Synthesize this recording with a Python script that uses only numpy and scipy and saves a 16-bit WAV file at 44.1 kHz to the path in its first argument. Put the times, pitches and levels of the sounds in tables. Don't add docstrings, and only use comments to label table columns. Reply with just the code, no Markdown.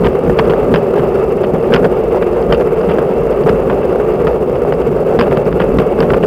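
import sys
import numpy as np
from scipy import signal
from scipy.fft import rfft, irfft, next_fast_len
from scipy.io import wavfile
from scipy.ndimage import uniform_filter1d, map_coordinates

SR = 44100
rng = np.random.default_rng(int(sys.argv[2]) if len(sys.argv) > 2 else 0)


def rack_gain(trim_db):
    fader = np.asarray(trim_db, float)
    return 10 ** (fader / 20)


def bounce(signal):
    frames = np.transpose(np.atleast_2d(signal))
    limited = np.clip(frames, -1, 1)
    pcm = np.round(limited * 32767).astype(np.int16)
    wavfile.write(sys.argv[1], SR, pcm)


N = 276066

# time in seconds, tread hiss in dB.
ROAD = [(0.0, -30), (0.24, -28), (0.61, -26), (0.77, -28.5), (1.2, -27), (1.38, -29.5), (2.42, -27.5),
        (2.6, -29), (2.7, -27), (3.42, -28), (4.15, -27), (4.31, -29.5), (4.55, -29.5), (5.42, -28),
        (5.54, -29), (5.94, -26), (6.26, -31)]
# time in seconds, kick in dB, swell of the frame's hum in dB.
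BUMPS = [(0.048, -2, 6), (.297, -3, 2), (.388, 4.5, 2), (0.495, -8, 5.5), (.536, 0, 1), (.74, 6.5, 5),
         (.955, -11.5, 4.5), (1.439, -4, 1.5), (1.73, -0.5, 11), (1.843, -11, 8), (2.146, -5, 4.5),
         (2.523, 2.5, 5.5), (2.595, -12, 6), (2.909, -5, 2), (2.985, -1, 1), (3.462, -5, 4), (3.486, -2, 6),
         (3.949, -14, 4.5), (4.271, -4, 5), (4.65, -5, 1), (4.723, -5.5, 1), (5.049, -12, 1),
         (5.123, -11, 4), (5.19, 0.5, 4.5), (5.32, -5, 3.5), (5.602, 1.5, 1.5), (5.783, -21, 2.5),
         (6.003, -8, 5), (6.134, -2, 6), (6.236, -3, 7.5)]


def road_levels():
    rise_s, fall_s = 0.022, 0.035
    hiss_db, = curves(ROAD)
    road_db = 0.4 * (hiss_db - hiss_db.mean())
    hum_db = -13.5 + road_db + swells(BUMPS, rise_s, fall_s)
    return hiss_db, hum_db


def tyre_load():
    load, t = np.ones(N), np.arange(N) / SR
    for s, _, _ in BUMPS:
        near = slice(max(round((s - .02) * SR), 0), round((s + .02) * SR))
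        load[near] *= 1 - 0.9 * np.exp(-((t[near] - s + .003) / 0.0041) ** 2)
    return load


def bump_jolts():
    return filtered(impulses(BUMPS), lambda f: modes([(520, 520, 1.5)])(f) ** 3)


# frequency in Hz, width in Hz, level in dB.
FRAME = [(362.5, 47.4, 3.5), (457.4, 79.4, 3), (598, 78.5, -5), (723, 95.5, -12.5), (913, 123.4, -21.5)]


def frame_hum(grain, hum_db):
    def tubes(f):
        lift = (f / 330) ** 4
        return modes(FRAME)(f) * lift / (1 + lift)

    ring = unit(filtered(rng.standard_normal(N), tubes))
    return rack_gain(hum_db + 1.12) * steadied(rack_gain(2.4 * grain) * ring, .06, .8)


# frequency in Hz, density in dB per Hz.
TREAD = [(500, -30), (800, -5), (1000, -6), (1200, -3.5), (1500, -13.5), (1900, -19), (2250, -17.5),
         (2450, -23), (2670, -15), (2900, -23.5), (3300, -32.5), (3900, -47.5), (4900, -40), (6000, -120)]


def tread_hiss(grain, hiss_db, hum_db):
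    grit = rack_gain(1.9 * grain + 1.3 * wobble(250))
    hiss = steadied(grit * coloured(TREAD), 0.13, .6)
    with_hum_db = 0.21 * (hum_db - hum_db.mean())
    return rack_gain(hiss_db - 0.67 + with_hum_db) * hiss


def rolling(grain):
    hiss_db, hum_db = road_levels()
    load = tyre_load()
    hum = load * frame_hum(grain, hum_db)
    hiss = (.6 + .4 * load) * tread_hiss(grain, hiss_db, hum_db)
    return hum + hiss + bump_jolts()


# time in seconds, tick in dB, then the dull knock and
# the bright edge, both in dB above the tick.
KNOCKS = [(.3892, -7.5, -4, -10.5), (.3949, -19.5, 16, -17), (.4977, -16.5, 2, -20),
          (.7398, -21.5, 11, -10), (.7462, -21, 9.5, -19), (.7591, -15.5, 3, -12),
          (1.7339, -20.5, -12, -19), (1.7382, -6.5, -7, -15), (1.745, -10, 5.5, -10),
          (1.761, -8.5, -1, -18), (1.765, -23, 8, -14), (1.8462, -18.5, 6.5, -10), (2.5253, -8, 0, -12),
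          (2.5317, -14, -10, -22), (2.5457, -16, -10.5, -19), (2.8989, -28, 12, -28), (3.493, -20, 12, -8),
          (4.7239, -22.5, 7.5, -15), (5.19, -12.5, 4, -16), (5.1949, -13.5, 4.5, -5),
          (5.2072, -17, -2, -10), (5.2118, -15.5, 13, -16), (5.2244, -18, 0.5, -25),
          (5.3717, -17.5, 9.5, -26), (5.5981, -22.5, 8, -33), (5.6156, -19, 2, -33), (5.6215, -21, 1, -23),
          (5.7863, -13, 6, -32), (6.0042, -14, 5, -10), (6.1361, -17, 4, -23)]


def hard_blows():
    return list(KNOCKS)


# start in seconds, length in seconds, tick in dB,
# dull knock in dB above the tick.
RATTLES = [(0.041, .03, -24, 10), (0.3, .001, -28, 10.5), (.3837, 0.016, -26, 7.5), (.4415, 0.01, -31, 9),
           (0.497, .009, -21.5, 0), (.743, 0.037, -26.5, 5.5), (0.984, .013, -27, 4),
           (1.4343, .013, -24.5, 3), (2.8724, 0.0011, -34.5, 12.5), (1.722, 0.057, -26, 8),
           (1.842, 0.014, -32, 13.5), (2.2247, 0.0067, -25, 4), (2.531, 0.026, -27, 5.5),
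           (2.61, 0.009, -30, 12.5), (2.889, .033, -27, 5.5), (2.9874, 0.00085, -24, 9.5),
           (3.4349, .003, -25, -5), (3.4899, 0.0082, -25.5, 6.5), (3.699, .01, -27.5, 10.5),
           (4.2696, 0.0091, -22.5, 6), (4.814, .006, -28, 5.5), (5.1994, 0.041, -26, 5),
           (5.3115, 0.015, -29.5, 9.5), (5.527, .001, -31, 8), (5.606, 0.016, -27.5, 8),
           (5.797, .004, -21.5, 2), (6.024, 0.007, -25.5, 8), (6.1035, 0.00074, -23, 13),
           (6.1436, 0.0046, -27.5, 13), (6.2287, 0.014, -23, 4.5)]


def rattle_contacts(count=12):
    gap_s, gap_scatter, size_scatter_db, colour_scatter_db = .005, .25, 1.9, 3.5
    rows = []
    for (s, length, db, dull_db), spread in zip(RATTLES, rng.standard_normal((len(RATTLES), 4, count))):
        drift, size, dull, edge = spread
        drift[0] = 0
        late = gap_s * (np.arange(count) + gap_scatter * np.cumsum(drift))
        spent_db = -12 * np.clip((late - length) / gap_s, 0, 9)
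        rows += zip(s + np.abs(late), db + spent_db + size_scatter_db * size,
                    dull_db + colour_scatter_db * dull, -24 + colour_scatter_db * edge)
    return rows


def stray_ticks(count=44):
    when = rng.random(count) * N / SR
    dull, edge = 3.5 * rng.standard_normal((2, count))
    return list(zip(when, [-34] * count, 6 + dull, -10.5 + edge))


# frequency in Hz, width in Hz, level in dB.
CASE = [(1100, 1300, 0), (2750, 1200, 0), (4900, 1400, 0)]
PORT = [(167.0, 110, 4.2)]


def mount():
    force, t = np.zeros((4, N + SR)), np.arange(SR // 20) / SR
    decay_s = np.array([[.02], [.013], [.009], [.02]])
    fade = rack_gain(-11.5 - 60 * t / decay_s)
    rows = hard_blows() + rattle_contacts() + stray_ticks()
    for s, db, dull_db, edge_db in rows:
        chatter = rng.standard_normal((4, len(t)))
        hard_db = 0.14 * (db + 19.5)
        body_db = np.array([[dull_db + 26.5], [24], [0.95 * edge_db + 29.0], [dull_db + 30]])
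        blow = 1.1 * np.sign(chatter[0, 0]) * (t == 0)
        force[:, round(s * SR):][:, :len(t)] += rack_gain(db + hard_db + body_db) * (blow + fade * chatter)
    bodies = [[mode] for mode in CASE] + [PORT]
    orders = 3, 4, 3, 2
    return sum(resonated(push[:N], body, order) for push, body, order in zip(force, bodies, orders))


# frequency in Hz, density in dB per Hz.
BUFFET = [(10, -43.5), (25, -10.5), (40, -6.5), (53, 0), (75, -10.5), (110, -12.5), (155, -2.5), (200, -5),
          (270, -6), (315, -13), (400, -39.5), (700, -120)]
# time in seconds, slap in dB, swell of the buffeting in dB.
THUMPS = [(0.037, -13, 10.5), (.283, -12, 9.5), (.391, -9, 2.5), (0.483, -4, 6), (.63, -20.5, 3.5),
          (.72, -0.5, 9), (0.999, -23, 6), (1.536, 3.5, 3), (1.715, -7, 6), (1.833, -7, 8.5),
          (2.507, -22, 8.5), (2.891, -20, 5.5), (3.225, -15, 3), (3.471, -6.5, 8.5), (3.54, -17, 4),
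          (3.69, -6, 5.5), (4.04, -15, 0), (4.235, -16, 4), (4.707, -16, 1.5), (4.8, -18, 0.5),
          (4.888, -1, 4.5), (5.183, -5, 4.5), (5.303, -4, 4), (5.463, -1, -1), (5.523, -18, 5.5),
          (5.688, -10.5, 6.5), (5.77, 1, 8), (5.999, -16, 7.5), (6.121, -11.5, 8.5), (6.24, -26, 8)]


def wind(grain):
    rise_s, fall_s = 0.035, 0.054
    lumps = rack_gain(2.3 * wobble(12) + 0.3 * grain)
    buffet = steadied(lumps * coloured(BUFFET), 0.078, 1.0)
    buffet_db = -22.5 + swells(THUMPS, rise_s, fall_s)
    slaps = resonated(impulses(THUMPS), PORT, 2)
    return rack_gain(buffet_db + 1.78) * buffet + slaps


def unit(x):
    return x / np.sqrt(np.mean(x ** 2) + 1e-20)


def wobble(rate):
    knots = rng.standard_normal(int(N * rate / SR) + 4)
    return map_coordinates(knots, [np.arange(N) * rate / SR])


def filtered(x, response):
    m = next_fast_len(N + SR // 2)
    return irfft(rfft(x, m) * response(np.fft.rfftfreq(m, 1 / SR)), m)[..., :N]


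def modes(table):
    def response(f):
        total = 0
        for k, (centre, width, db) in enumerate(table):
            damping = 1j * f * width
            total = total + (-1) ** k * rack_gain(db) * damping / (centre * centre - f * f + damping)
        return total
    return response


def resonated(x, body, order):
    return filtered(x, lambda f: modes(body)(f) ** order)


def coloured(points):
    f, db = np.transpose(points)
    colour = lambda hz: rack_gain(np.interp(np.log(hz + 1), np.log(f + 1), db))
    return unit(filtered(rng.standard_normal(N), colour))


def impulses(rows):
    push = np.zeros(N)
    for s, db, _ in rows:
        push[round(s * SR)] += rng.choice([-1, 1]) * rack_gain(db + 33)
    return push


def curves(rows):
    s, *cols = np.transpose(rows)
    return [np.interp(np.arange(N) / SR, s, c) for c in cols]


def steadied(x, span_s, share):
    power = np.abs(uniform_filter1d(x ** 2, max(round(span_s * SR), 2))) + 1e-9
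    return unit(x / power ** (share / 2))


def swells(rows, rise_s, fall_s):
    t = np.arange(0, N + 64, 64) / SR
    late = t - np.array(rows)[:, :1]
    bells = np.array(rows)[:, -1:] * np.exp(-(late / np.where(late < 0, rise_s, fall_s)) ** 2)
    return np.interp(np.arange(N) / SR, t, bells.sum(0))


def scene():
    grain = wobble(40)
    return (rolling(grain) + mount() + wind(grain))[None]


def companded(x):
    size = np.abs(x) * 8192 + 33
    step = 2 ** (np.floor(np.log2(size)) - 4)
    return np.sign(x) * ((np.floor(size / step) + .5) * step - 33) / 8192


def band_limit(x):
    return signal.sosfilt(signal.butter(12, 15710, fs=SR, output="sos"), x)


def record(dry):
    hot = dry / (1 + np.abs(dry / 0.65) ** 5.5) ** (1 / 5.9)

    def band(hz):
        capacitor = 1j * hz / (40 + 1j * hz)
        dip = 1 - 0.49 * modes([(4050, 800, 0)])(hz)
        return capacitor * dip / np.sqrt(1 + (hz / 5250) ** 30)

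    capped = np.clip(filtered(hot, band), -.705, .705)
    mix = filtered(companded(capped), lambda hz: hz < 15780)
    return band_limit(mix)


dry = scene()
out = record(dry)
bounce(out)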